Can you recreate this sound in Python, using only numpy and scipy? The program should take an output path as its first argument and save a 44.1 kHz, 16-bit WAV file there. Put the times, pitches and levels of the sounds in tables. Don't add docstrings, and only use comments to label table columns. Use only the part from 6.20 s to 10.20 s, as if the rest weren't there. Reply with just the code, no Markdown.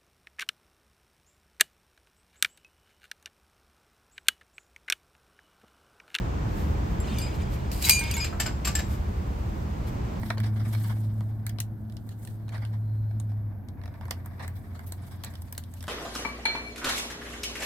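import sys
import numpy as np
from scipy import signal
from scipy.fft import rfft, irfft
from scipy.io import wavfile
from scipy.ndimage import uniform_filter1d

SR = 44100
rng = np.random.default_rng(int(sys.argv[2]) if len(sys.argv) > 2 else 0)


def file_out(sig):
    cols = np.atleast_2d(sig).T
    lim = np.clip(cols, -1, 1)
    pcm = np.round(lim * 32767).astype(np.int16)
    wavfile.write(sys.argv[1], SR, pcm)


N = 176400
TIME, FREQS = np.arange(N) / SR, np.arange(N // 2 + 1) * SR / N


def from_db(db):
    return 10 ** (np.asarray(db) / 20)


def rms_one(x):
    return x / np.sqrt(np.mean(x ** 2) + 1e-20)


def level(points):
    return from_db(np.interp(TIME, *np.transpose(points)))


def over_hz(points):
    hz, value = np.transpose(points)
    return np.interp(np.log(FREQS + 1), np.log(hz), value)


def noise(colour, likeness, tilt_db=0):
    mid, side = rfft(rng.standard_normal((2, N)))
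    alike = np.clip(over_hz(likeness), -1, 1)
    stereo = np.sqrt(1 + alike) * mid + np.sqrt(1 - alike) * side * [[1], [-1]]
    gain = from_db(over_hz(colour) + tilt_db * np.log2(1 + FREQS / 1000))
    return rms_one(irfft(gain * stereo, N))


def grain(depth_db):
    roughness = rms_one(uniform_filter1d(rng.standard_normal(N), size=60))
    return rms_one(from_db(depth_db * roughness))


def dying(start, t60, rise=1e-4):
    age = TIME - start
    return np.clip(age / rise, 0, 1) * from_db(-60 * np.clip((age - rise) / t60, 0, 4))


# time in seconds, level in dB.
RUMBLE_LEVEL = [(.4, -30.5), (.51, -25), (.6, -29), (2.35, -32), (2.5, -29), (2.8, -29.5), (4, -33.5)]
MACHINERY_LEVEL = [(.9, -31), (1.4, -33.5), (3.4, -35), (4, -33)]
# frequency in Hz, level in dB.
RUMBLE_COLOUR = [(20, -23), (32, -3), (42, 0), (52, 6), (66, 7.5), (80, 7.5), (100, -3), (130, -11.5),
                 (200, -52)]
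MACHINERY_COLOUR = [(60, -11.5), (115, 2.5), (160, -4), (205, -2), (255, -10.5), (310, -8.5), (500, -14.5),
                    (1000, -17), (1500, -24), (4000, -38), (7000, -41.5), (12000, -61), (16000, -70)]
# frequency in Hz, left-right correlation.
FAR_LIKENESS = [(60, 1), (130, 0.91), (250, 0.81), (550, -0.23), (1300, -0.5), (2300, 0.29), (7500, 0.0094),
                (9500, 1)]


def rumble_and_machinery():
    low_cut = signal.butter(4, 30, "high", fs=SR, output="sos")
    rumble = signal.sosfilt(low_cut, noise(RUMBLE_COLOUR, FAR_LIKENESS))
    rumble /= np.sqrt(uniform_filter1d(np.mean(rumble ** 2, axis=0), size=6000))
    machinery = noise(MACHINERY_COLOUR, FAR_LIKENESS)
    return level(RUMBLE_LEVEL) * rumble + level(MACHINERY_LEVEL) * machinery


# middle in seconds, half length in seconds, level in dB.
SWISHES = [(0.4, 0.068, -50), (1.153, 0.016, -49.5), (1.338, 0.029, -47), (2.727, 0.041, -47),
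           (3.683, 0.019, -48)]
# frequency in Hz, level in dB.
CLOTH_COLOUR = [(1500, 4.5), (4000, -1), (8000, -4), (12000, 0), (16000, -14)]
# frequency in Hz, left-right correlation.
NEAR_LIKENESS = [(300, 0.99), (900, 0.099), (2000, 0.95), (4500, 0.25), (7000, 0.51), (9000, 1)]


def jacket():
    swells = sum(from_db(db) * np.exp(-((TIME - middle) / half) ** 2) for middle, half, db in SWISHES)
    return swells * noise(CLOTH_COLOUR, NEAR_LIKENESS)


def resonate(touches, hz, t60):
    radius, angle = np.exp(-np.log(1000) / (t60 * SR)), 2 * np.pi * hz / SR
    return signal.lfilter([np.sin(angle)], [1, -2 * radius * np.cos(angle), radius ** 2], touches + 1e-18)


# time in seconds, level in dB.
SLIDE_LEVEL = [(.78, -65), (.86, -43.5), (1.03, -40.5), (1.12, -48), (1.195, -50), (1.215, -41.5),
               (1.26, -54), (1.6, -52), (1.68, -29), (1.76, -40), (1.87, -37.5), (2.06, -37.5), (2.15, -77)]
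# frequency in Hz, level in dB.
GRIT_COLOUR = [(400, -21), (1000, 4), (2600, 5), (5000, -6), (9000, -1), (15000, -14)]


def sliding(links=28, low_hz=2200, high_hz=8000, touches_per_s=60, ring_db=-6, grit_db=-8):
    force, jangle = level(SLIDE_LEVEL), 0
    scatter = (np.arange(links) + rng.random(links)) / links
    for hz in low_hz * (high_hz / low_hz) ** scatter:
        touches = force * (rng.random(N) < touches_per_s / SR) * rng.standard_normal(N)
        jangle = jangle + resonate(touches, hz, t60=.05) / hz
    jangle = rms_one(jangle) * np.sqrt(np.mean(force ** 2))
    grit = force * grain(depth_db=1) * noise(GRIT_COLOUR, NEAR_LIKENESS)
    return from_db(ring_db) * jangle + from_db(grit_db) * grit


def waver(age, depth_db=2, per_s=70):
    turns = from_db(depth_db * rng.standard_normal((2, per_s + 2)))
    return np.array([np.interp(age * per_s, np.arange(len(side)), side) for side in turns])


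def strike(modes, start, db, free_s=1, detune=.0006, pinched_t60_s=.16, spread_db=1):
    out, age, first = np.zeros((2, N + SR)), TIME[:SR], int(start * SR)
    pinch = from_db(-60 * np.maximum(age - free_s, 0) / pinched_t60_s)
    stretch = 1 + detune * rng.uniform(-1.07, 1)
    for hz, mode_db, t60, pan_db in modes:
        tone = np.sin(2 * np.pi * hz * stretch * age) * from_db(-60 * age / t60)
        gain = from_db(db + mode_db + spread_db * rng.standard_normal())
        pan = from_db([[pan_db / 2], [-pan_db / 2]])
        out[:, first:first + SR] += gain * pan * tone * pinch * waver(age)
    return out[:, :N]


# start in seconds, part struck, ring level in dB,
# crack level in dB, seconds until a neighbour pinches it.
CLINKS = [(.802, "oval link", -39, -44, 0.016), (0.985, "end link", -40, -33.5, 0.09),
          (1.016, "oval link", -38, -51, 0.049), (1.016, "long link", -46.5, -49, 0.055),
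          (1.516, "end link", -53, -33.5, 0.022), (1.625, "oval link", -38, -25, .01),
          (1.642, "top link", -26, -42, 0.016), (1.653, "end link", -30, -41, 0.014),
          (1.664, "heavy link", -35, -38, .03), (1.687, "heavy link", -30.5, -21, .01),
          (1.695, "hook", -19, -6.5, 0.15), (1.696, "oval link", -23, -17, .09),
          (1.708, "end link", -19.5, -27, 0.1), (1.718, "top link", -29, -36, 0.042),
          (1.731, "short link", -25.5, -38, 0.037), (1.792, "end link", -32, -42, 0.0096),
          (1.811, "heavy link", -35, -42, 0.093), (1.838, "long link", -43, -35.5, 0.099),
          (1.912, "end link", -35, -28, 0.0032), (1.94, "short link", -33.5, -33, .025),
          (1.967, "heavy link", -33, -29.5, 0.032), (1.978, "oval link", -33, -39, 0.037),
          (2.003, "long link", -34.5, -50, 0.033), (2.011, "short link", -39, -48, 0.034)]
PART_MODES = {"hook": [(2417, -3, .6, -2), (2428, -9, .6, -2), (2929, -12, .3, 1), (10975, 0, .15, 1),
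              (12255, 0, .1, 1)], "end link": [(4743, -2, .25, 4), (4815, -9, .25, 4), (6251, -8, .2, -2),
              (6294, -4, .2, -2), (8468, -7, .25, 1), (8534, -2, .25, 1), (9120, -7, .17, -3),
              (12240, -7, .14, 1), (14570, -9, .17, 2)], "top link": [(3947, 0, .25, 4),
              (6778, -5, .2, -1)], "heavy link": [(930, -7, .5, -2), (1565, -8, .2, 0), (2189, 0, .35, -5)],
              "short link": [(2440, -1, .07, 3), (6754, 0, .25, -1), (11374, -5, .15, 5)],
              "oval link": [(7545, 0, .2, -3), (11000, -6, .12, 1)], "long link": [(2428, 2, .4, -2),
              (4965, 0, .45, 9)]}
# frequency in Hz, level in dB.
STEEL_COLOUR = [(300, -21), (800, -7), (1500, -14), (2700, 1.5), (3400, -6.5), (4800, 4), (5700, -4),
                (7000, -2.5), (9500, 0.5), (12300, 1.5), (13400, -8), (16000, -9)]


def clinks(crack_t60_s=.022, tail_t60_s=.08, tail_db=-16):
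    cracks = rings = 0
    for start, part, ring_db, crack_db, free_s in CLINKS:
        envelope = dying(start, crack_t60_s) + from_db(tail_db) * dying(start, tail_t60_s)
        cracks = cracks + from_db(crack_db) * envelope
        rings = rings + strike(PART_MODES[part], start, ring_db, free_s)
    return rings + cracks * noise(STEEL_COLOUR, NEAR_LIKENESS)


# frequency in Hz, level in dB.
ECHO_COLOUR = [(7000, 0), (15000, -11)]


def yard_echo(sound, db=-16, delay_s=.012, t60_s=.35):
    tail = (noise(ECHO_COLOUR, FAR_LIKENESS) * dying(delay_s, t60_s))[:, :SR]
    tail /= np.sqrt(np.sum(tail ** 2) / 2)
    return from_db(db) * signal.fftconvolve(sound, tail, axes=1)[:, :N]


# time in seconds, level in dB.
SCRAPE_LEVEL = [(1.5, -103), (1.522, -39), (1.6, -45), (1.648, -28), (1.70, -30.5), (1.74, -64)]


def scraping():
    return level(SCRAPE_LEVEL) * grain(depth_db=2.5) * noise(STEEL_COLOUR, NEAR_LIKENESS)


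# start in seconds, level in dB, rise in seconds,
# treble tilt in dB per octave, knock pitch in Hz, ping pitch in Hz.
CLACKS = [(2.043, -33.5, .002, 3, 2650, 4140), (2.123, -39, .009, -13, 1320, 1550),
          (2.197, -25.5, .005, 4, 1766, 3060), (2.255, -30.5, .009, -0.5, 1493, 5050),
          (2.446, -29.5, .006, 5, 2610, 4530), (2.469, -28.5, .006, 3.5, 1173, 1534),
          (2.551, -28.5, .0018, 5.5, 1747, 5290), (2.588, -33, .003, 0.5, 1716, 3840)]
# frequency in Hz, level in dB.
CLACK_COLOUR = [(250, -14), (700, 6.5), (1000, 0), (1650, 1), (2800, 0), (3600, -6), (5000, -3),
                (6500, -8.5), (8300, -13), (9800, -20), (11600, -11), (13600, -35), (16000, -26)]
# frequency in Hz, level in dB,
# seconds to fall 60 dB, left minus right in dB.
DAMPED_MODES = [(7390, -6, 0.06, -7), (7566, 2, 0.074, 6), (8430, -8, 0.05, -6), (12100, -5, 0.049, 4)]


def landings(knock_db=-3, ping_db=-7, damped_db=-3.5, crunch_t60_s=.16, knock_t60_s=.13):
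    crunch = rings = 0
    for start, db, rise, tilt_db, knock_hz, ping_hz in CLACKS:
        envelope = from_db(db) * dying(start, crunch_t60_s, rise)
        crunch = crunch + envelope * noise(CLACK_COLOUR, NEAR_LIKENESS, tilt_db)
        own_modes = [(knock_hz, knock_db, knock_t60_s, 0), (ping_hz, ping_db, knock_t60_s, 0)]
        rings = rings + strike(own_modes, start + rise / 2, db)
        rings = rings + strike(DAMPED_MODES, start + rise, db + tilt_db + damped_db, detune=.008)
    return crunch * grain(depth_db=1) + rings


def scene():
    chain = sliding() + clinks() + scraping() + landings()
    return rumble_and_machinery() + jacket() + chain + yard_echo(chain)


# frequency in Hz, lead of the left channel in radians.
CHANNEL_PHASE = [(0, 0), (4800, 0), (5800, -2.1), (6300, -1.8), (6800, 0), (8533, 1.2), (9119, 2.4),
                 (12250, 5.3), (14560, 7)]
# frequency in Hz, left minus right in dB.
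CHANNEL_BALANCE = [(50, 0.8), (150, -1.5), (2300, -0.3), (4500, 3), (9000, -0.5)]


def record(dry, peak_limit=.8, cutoff_hz=15800):
    lag = np.exp(-1j * np.interp(FREQS, *np.transpose(CHANNEL_PHASE)))
    lean = from_db(over_hz(CHANNEL_BALANCE) / 2)
    channels = irfft(rfft(dry) * np.array([lean, lag / lean]), N)
    rounded = peak_limit * np.tanh(channels / peak_limit)
    low_pass = 1 / np.sqrt(1 + (FREQS / cutoff_hz) ** 200)
    return irfft(rfft(rounded) * low_pass, N)


dry = scene()
out = record(dry)
file_out(out)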